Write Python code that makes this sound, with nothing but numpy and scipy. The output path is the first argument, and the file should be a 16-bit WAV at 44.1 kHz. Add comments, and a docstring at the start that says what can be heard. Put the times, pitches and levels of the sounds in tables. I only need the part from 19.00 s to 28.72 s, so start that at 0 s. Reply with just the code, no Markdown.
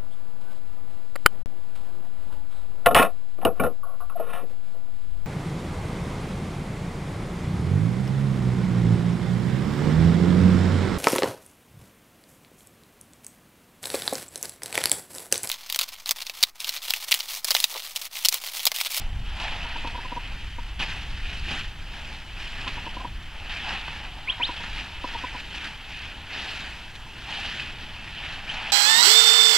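"""A plastic tarp is swung and dragged over a horse in an outdoor pen: popping creases, a noise swish,
a short flutter after each pop, and sharp cracks where folds snap straight.
A lens motor ticks in short runs as uneven steps ring its barrel, and a bird chirps three times in
gliding tones with a faint echo. Wind rumbles on the microphone over a quiet wash, both coloured noise."""
import sys
import numpy as np
from scipy import signal
from scipy.fft import rfft, irfft
from scipy.io import wavfile
from scipy.ndimage import uniform_filter1d

SR = 44100
rng = np.random.default_rng(int(sys.argv[2]) if len(sys.argv) > 2 else 0)


def put_to_file(sound):
    """Save the sound as 16-bit audio at rate SR, in the file named by the first command-line argument."""
    columns = np.atleast_2d(sound).T  # one column per channel
    safe = np.clip(columns, -1, 1)
    whole_steps = np.round(safe * 32767)
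    wavfile.write(sys.argv[1], SR, whole_steps.astype(np.int16))


N = 428652

# Sweeps, shakes and slaps of the tarp, levels ahead of colour and make-up gain. Each row: full strength
# in seconds, rustle in dB, swell in dB/s, hold in seconds, settling in dB/s, billow of large panels in dB.
TARP_MOVES = [(0.0, -41.5, 207, 0.0, 93, 9), (0.297, -43, 150, 0.064, 90, 2),
              (0.419, -33, 250, 0.021, 102, 8.5), (1.796, -31.5, 3000, 0.037, 200, 6.5),
              (1.9, -35.5, 500, 0, 40, 1.5), (2.3, -38.5, 53, 0.069, 79, -3),
              (2.503, -31.5, 192, 0.02, 114, 0.5), (2.577, -35, 100, 0.022, 155, -3),
              (2.96, -41.5, 46, 0.17, 61, 3), (3.41, -38, 153, 0, 60, -1), (3.646, -37.5, 59, 0.1, 57, 0),
              (4.512, -35.5, 600, 0.054, 90, -0.5), (4.691, -33.5, 104, 0.044, 75, 7.5),
              (4.91, -39.5, 152, 0.045, 60, 1), (5.51, -38.5, 24, 0.15, 60, 1.5),
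              (5.79, -34.5, 88, 0.0044, 111.5, 0), (6.122, -38, 58, 0.034, 23, 1.5),
              (6.557, -37, 200, 0, 132, -11), (6.653, -36, 152, 0.018, 150, -1),
              (6.94, -39.5, 42, 0.11, 47, -4), (7.338, -35, 157, 0.22, 42, 0),
              (8.302, -37, 200, 0.098, 90, 7), (8.42, -36.5, 75, 0.2, 118, -3.5),
              (9.248, -37.5, 107, 0.099, 71, 3.5), (9.497, -35, 202, 0.2, 88, 6.5)]
# The sheet sliding and hanging between moves, same level scale.
# Each row: time in seconds, rustle in dB, billow in dB.
TARP_DRAG = [(0.0, -56, 4), (0.36, -47, 5), (0.52, -37, 6.5), (1.76, -46, -3.5), (2.8, -50.5, -11),
             (4.038, -42.5, 9), (4.12, -48.5, -2), (4.46, -41.5, 5), (5.0, -45.5, 9), (5.2, -49.5, 19),
             (6.4, -41.5, -3), (6.8, -52, -23), (7.7, -42.5, 1), (7.9, -49.5, -10), (8.3, -41, 0.5),
             (9.17, -41, -1), (9.72, -51, -11)]
# Crispness, treble and low thud against the middle. 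Each row: time in seconds, lift in dB.
TARP_CRISPNESS = [(0.0, 8.5), (0.5, 2), (1.75, 5), (3.4, 5.5), (4.6, 1.5), (6.7, 4), (7.3, 2), (7.9, 6.5),
                  (8.9, 1.5)]
# Spectrum of the plastic. Each row: frequency in Hz, relative density in dB per Hz.
TARP_SPECTRUM = [(88, -19), (150, -8.5), (264, -10), (472, -17), (846, -3.5), (1070, -9.5), (1770, -1),
                 (2190, -4), (2610, 3.5), (2800, 0), (2990, 2), (3400, -2.5), (5150, -16.5), (6140, -24),
                 (15600, -50.5)]
# Folds that snap straight. Each row: start in seconds, peak in dB, thinness in dB per octave.
FOLD_SNAPS = [(0.398, -26, 3), (0.872, -25.5, 4.5), (1.799, -22, -3.5), (1.809, -26, -6), (1.826, -21, -2),
              (2.51, -24, -9), (3.608, -25, 1), (3.677, -18, 0), (3.692, -33, -3), (4.495, -24.5, -0.5),
              (4.8798, -22.5, -3), (5.636, -24, -2), (6.401, -29, 6.5), (6.548, -25, 1.5), (6.5792, -27, 0),
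              (6.643, -27, 6), (7.5086, -29, 9), (7.9524, -30.5, 7), (8.3988, -28, 5), (8.5961, -18.5, 0.5),
              (9.699, -21.5, 2.5)]
# Lens motor moves. Each row: time in seconds (stepping starts 2 ms sooner), peak in dB,
# length in seconds, ring pitch in Hz.
LENS_MOVES = [(0.645, -31, 0.018, 965), (0.757, -26.5, 0.011, 950), (0.847, -25.5, 0.011, 986),
              (0.87, -29, 0.013, 930), (0.947, -27, 0.016, 980), (0.98, -29, 0.015, 945),
              (1.049, -29, 0.014, 1030), (1.12, -23.5, 0.013, 977), (1.164, -24.5, 0.019, 973),
              (1.585, -29.5, 0.01, 944), (3.665, -29, 0.017, 1024), (3.771, -29.5, 0.015, 950),
              (3.865, -27, 0.017, 966), (3.969, -25.5, 0.0077, 990), (4.001, -30, 0.014, 1040),
              (4.047, -22.5, 0.0095, 974), (5.282, -33, 0.026, 1038), (5.4, -23.5, 0.015, 975),
              (5.491, -23, 0.015, 980), (5.602, -35, 0.013, 960), (6.043, -20.5, 0.0097, 990),
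              (6.145, -26, 0.023, 950), (6.239, -23.5, 0.014, 995), (6.348, -31, 0.015, 986)]
# Modes of the lens barrel. Each row: share of the ring pitch, width in Hz of the first of two
# resonances in series, relative level in dB.
BARREL_MODES = [(0.98, 137, 19.5), (0.32, 208, 10.5), (0.545, 320, 6)]
RINGS_PER_STEP = 4.024  # the barrel rings near the fourth multiple of the step rate
BRAKE_T60, BRAKE_FLOOR_DB = 0.012, -7  # s per 60 dB once the move stops, and the most it takes off
# Chirps. Each row: passing of LOUDEST_HZ in seconds, level in dB ahead of the voice curve, lowest pitch
# in Hz, pitch in Hz above which the voice thins, highest pitch in Hz, glide in Hz/s.
BIRD_CHIRPS = [(5.301, -20.5, 2035, 3280, 4060, 35000), (5.433, -19, 1620, 4210, 5660, 50000),
               (9.5, -28, 2000, 3400, 3320, 36500)]
# Strength of the bird's voice by pitch. Each row: pitch in Hz, relative level in dB.
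BIRD_VOICE = [(1550, -26), (2150, -13), (2500, -6), (2850, -6.5), (3080, 2), (3430, -9), (3750, -5),
              (4300, -10.5), (5600, -19)]
LOUDEST_HZ, THIN_DB = 3020, -13
ECHO_S, ECHO_DB, YARD_DB, YARD_T60 = 0.022, -17, -14, 0.3  # one fence echo, then a diffuse tail (T60 in s)
# Gusts on the microphone. Each row: time in seconds, rumble in dB about which it wavers.
WIND_GUSTS = [(0.0, -28.5), (0.25, -26), (0.36, -33), (1.14, -36), (2.3, -31.5), (3.06, -37.5),
              (4.71, -37.5), (5.6, -42.5), (5.71, -33.5), (6.63, -43.5), (9.72, -42)]
# Spectrum of the rumble ahead of rounding. Each row: frequency in Hz, relative density in dB per Hz.
WIND_SPECTRUM = [(7.1, -66), (12, 11), (36, 0), (53, 1), (96, -11), (250, -31), (880, -120)]
# Average spectrum of the wash. Each row: frequency in Hz, relative density in dB per Hz.
AIR_SPECTRUM = [(88, 8), (150, 2), (541, -11), (914, -2), (1130, -9), (2230, -7), (2560, -21), (3050, -2),
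                (3930, -18.5), (15600, -30.5)]
AIR_DB = -45  # rms
# Random stereo spread, widest in the treble. Each row: frequency in Hz, spread in dB.
STEREO_SPREAD = [(200, -75), (900, -32), (3500, -22), (8000, -12)]
LEFT_LAG = 1  # most samples by which the left channel lags, less towards the bass
EDGE_HZ = 15757  # upper band limit


def gain_of(db):
    """Turns decibels into an amplitude factor."""
    return 10 ** (np.asarray(db) / 20)


def evened(x):
    """Scales to rms 1."""
    return x / np.sqrt(np.mean(x ** 2) + 1e-20)


def read(points, hz):
    """Reads a spectrum on a log-frequency axis."""
    f, value = np.transpose(points)
    return np.interp(np.log(hz + 1), np.log(f + 1), value)


def add(mix, s, sound):
    """Mixes a sound in at time s."""
    part = mix[round(s * SR):][:len(sound)]
    part += sound[:len(part)]


def drift(shape, spans):
    """Smooth chance of rms 1, averaged over the given spans along each axis."""
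    x = rng.standard_normal(shape)
    for axis, span in enumerate(spans):
        x = uniform_filter1d(x, max(round(span), 1), axis=axis)
    return evened(x)


def coloured(x, size, db_at):
    """Filters x by a dB field over frequency and time."""
    overlap = size * 3 // 4
    hz, t, z = signal.stft(x, SR, nperseg=size, noverlap=overlap)
    return signal.istft(z * gain_of(db_at(hz, t)), SR, nperseg=size, noverlap=overlap)[1][:N]


def resonate(x, hz, width):
    """A resonance near gain 1 that follows the curve hz: shift to zero, smooth, shift back."""
    turn = np.exp(2j * np.pi * np.cumsum(hz) / SR)
    r = np.exp(-np.pi * width / SR)
    return 2 * (turn * signal.lfilter([1 - r], [1, -r], x / turn)).real


def handling(t):
    """Rustle level and billow over time: the moves add their power to the sliding sheet."""
    at, db, swell, hold, settle, billow_db = np.transpose(TARP_MOVES)[:, :, None]
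    before_db = swell * (at - t)
    after_db = settle * (t - at - hold)
    under_db = np.maximum(np.maximum(before_db, after_db), 0)
    s, drag_db, drag_billow_db = np.transpose(TARP_DRAG)
    power = gain_of(2 * np.vstack([db - under_db, np.interp(t, s, drag_db)]))
    billow = (power[:-1] * billow_db).sum(0) + power[-1] * np.interp(t, s, drag_billow_db)
    return 10 * np.log10(power.sum(0)), billow / power.sum(0)


def tarp_field(hz, t, patchy_db=1.5):
    """Billow booms in the panels' band, crispness lifts treble and thud, and small patches waver."""
    octaves = np.log2(hz + 1)[:, None]
    panels = np.exp(-((octaves - np.log2(760)) / .5) ** 2)  # air-filled panels boom in one band
    treble = np.clip(octaves - np.log2(3500), 0, 1)
    thud = np.clip(np.log2(600) - octaves, 0, 1)
    crisp_db = np.interp(t, *np.transpose(TARP_CRISPNESS))
    colour = panels * handling(t)[1] + (treble + thud) * crisp_db
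    return colour + patchy_db * drift((len(hz), len(t)), [4, 30])


def tarp(creases_per_s=4000, spread_db=3.0, tick_db=4.0, clump_db=1.0, swish=0.48, flutter=0.48):
    """Creases pop in clumps over the swish of sheet on hair; each pop leaves a short flutter."""
    strength = np.minimum(rng.exponential(1, (2, N)), [[2.5], [4.5]])
    pops = gain_of(np.array([[spread_db], [tick_db]]) * strength)
    pops = pops * (rng.random((2, N)) < creases_per_s / SR)
    broad, fine = pops * rng.choice([-1., 1.], (2, N)) * gain_of(clump_db * drift(N, [350]))
    # broad folds thud below the split, fine creases tick above it
    split = signal.firwin(63, 3500, fs=SR)
    broad, fine = evened(broad), evened(fine)
    pops = evened(fine + np.convolve(broad - fine, split, "same"))
    decay = gain_of(-120 * np.arange(1500) / SR / 0.051)  # power falls 60 dB per 51 ms
    ringing = np.sqrt(np.abs(signal.oaconvolve(pops ** 2, decay)[:N]))
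    at = np.arange(0, N, 32) / SR
    level_db = np.interp(np.arange(N) / SR, at, handling(at)[0])
    swish = swish * gain_of(0.5 * (level_db + 39.5))  # louder handling blurs pops into a denser swish
    drive = pops + (swish + flutter * evened(ringing)) * rng.standard_normal(N)
    rustle = drive / np.sqrt(2 + swish ** 2) * gain_of(level_db)
    moving = coloured(rustle, 256, tarp_field)
    return gain_of(11.5) * coloured(moving, 1024, lambda hz, t: read(TARP_SPECTRUM, hz)[:, None])


def snaps():
    """A fold cracks and its panel flutters for some 20 ms; positive thinness tilts it bright."""
    out, t, hz = np.zeros(N), np.arange(1024) / SR, np.fft.rfftfreq(2048, 1 / SR)
    lead = 100  # samples of room ahead of the crack for the filter
    for (s, db, tilt_db), noise in zip(FOLD_SNAPS, rng.standard_normal((len(FOLD_SNAPS), len(t)))):
        burst = np.minimum(t / 0.0013, 1) * gain_of(-60 * t / 0.051) * noise
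        burst = np.roll(np.pad(burst, (0, 1024)), lead)
        colour_db = read(TARP_SPECTRUM, hz) + tilt_db * np.log2((hz + 100) / 3000)
        crack = irfft(rfft(burst) * gain_of(colour_db))
        add(out, s - lead / SR, gain_of(db) * crack / np.abs(crack).max())
    return out


def lens():
    """Each move is a few uneven motor steps that ring the barrel, then a brief partial damping."""
    out = np.zeros(N)
    t = np.arange(2500) / SR
    for (s, db, length, ring_hz), jitter in zip(LENS_MOVES, rng.standard_normal((len(LENS_MOVES), 12))):
        at = np.arange(0, max(length, .002), RINGS_PER_STEP / ring_hz)[:12]
        count = len(at)
        push = np.sin(np.pi * (np.arange(count) + 1) / (count + 1)) ** .5  # strongest in mid-move
        steps = np.zeros(len(t))
        step_at = np.round(np.abs(at + .00013 * jitter[:count]) * SR).astype(int)
        steps[step_at] = push * (1 + .3 * jitter[::-1][:count])
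        # pitch bends a little over the move
        hz = ring_hz * (1 + 3.2 * jitter[0] * (np.minimum(t, length) - length / 2))
        ring = np.zeros(len(t))
        for share, width, mode_db in BARREL_MODES:
            first = resonate(steps, share * hz, width)
            ring += gain_of(mode_db) * resonate(first, share * hz, width * 0.39)
        ring *= gain_of(np.clip(-60 * (t - length) / BRAKE_T60, BRAKE_FLOOR_DB, 0))
        add(out, s - .002, gain_of(db) * ring / np.abs(ring).max())
    return out


def bird():
    """Rising whistles, thrown back faintly by the fence and the yard."""
    out, t = np.zeros(N), np.arange(8000) / SR
    yard = rng.standard_normal(len(t)) * gain_of(-60 * t / YARD_T60) * (t > ECHO_S)
    yard = gain_of(YARD_DB) * yard / np.linalg.norm(yard)
    yard[0], yard[round(ECHO_S * SR)] = 1, gain_of(ECHO_DB)
    for s, db, low_hz, thin_hz, high_hz, glide in BIRD_CHIRPS:
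        hz = np.arange(low_hz, high_hz, glide / SR)
        wavering_hz = hz + 60 * drift(len(hz), [300])
        tone = np.sin(2 * np.pi * np.cumsum(wavering_hz) / SR) * signal.windows.tukey(len(hz), .06)
        level_db = db + read(BIRD_VOICE, hz) + THIN_DB * np.clip((hz - thin_hz) / 150, 0, 1)
        level_db = level_db + 0.45 * drift(len(hz), [120])
        tone = np.sqrt(2) * gain_of(level_db) * tone  # root two makes the level an rms
        add(out, s - (LOUDEST_HZ - low_hz) / glide, signal.fftconvolve(tone, yard))
    return out


def wind():
    """Low lumpy pressure from eddies across the microphone, its largest swings rounded off."""
    s, db = np.transpose(WIND_GUSTS)
    rumble = coloured(rng.standard_normal(N), 3867, lambda hz, t: read(WIND_SPECTRUM, hz)[:, None])
    rounded = evened(np.tanh(0.47 * evened(rumble)))
    return rounded * gain_of(np.interp(np.arange(N) / SR, s, db) + 1.04 * drift(N, [3000]))


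def air():
    """Wash of leaves, distance and microphone hiss, wavering gently and most in the lower bands."""
    def field(hz, t):
        waver_db = 2.14 * np.exp(-hz / 5000)[:, None] * drift((len(hz), len(t)), [10, 15])
        return read(AIR_SPECTRUM, hz)[:, None] + waver_db
    return gain_of(AIR_DB) * evened(coloured(rng.standard_normal(N), 1024, field))


def scene():
    """All sources reach both channels alike."""
    return np.tile(tarp() + snaps() + lens() + bird() + wind() + air(), (2, 1))


def record(dry):
    """Random stereo spread, widest in the treble, and a slight lag on the left; then the band limit."""
    hz, t, z = signal.stft(dry, SR, nperseg=512)
    a, b = rng.standard_normal((2,) + z.shape[1:])
    spread = (a + 1j * b) * gain_of(read(STEREO_SPREAD, hz))[:, None]
    # the left channel lags by up to one sample, less towards the bass
    lag_samples = LEFT_LAG * np.clip(hz / 2700, 0, 1) ** 1.5
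    lag = np.exp(-2j * np.pi * hz * lag_samples / SR)[:, None]
    heard = signal.istft(z * [(1 + spread) * lag, 1 - spread], SR, nperseg=512)[1][:, :N]
    band = signal.firwin(1023, EDGE_HZ, window=("kaiser", 9), fs=SR)
    return signal.oaconvolve(heard, band[None], "same")


dry = scene()
out = record(dry)
put_to_file(out)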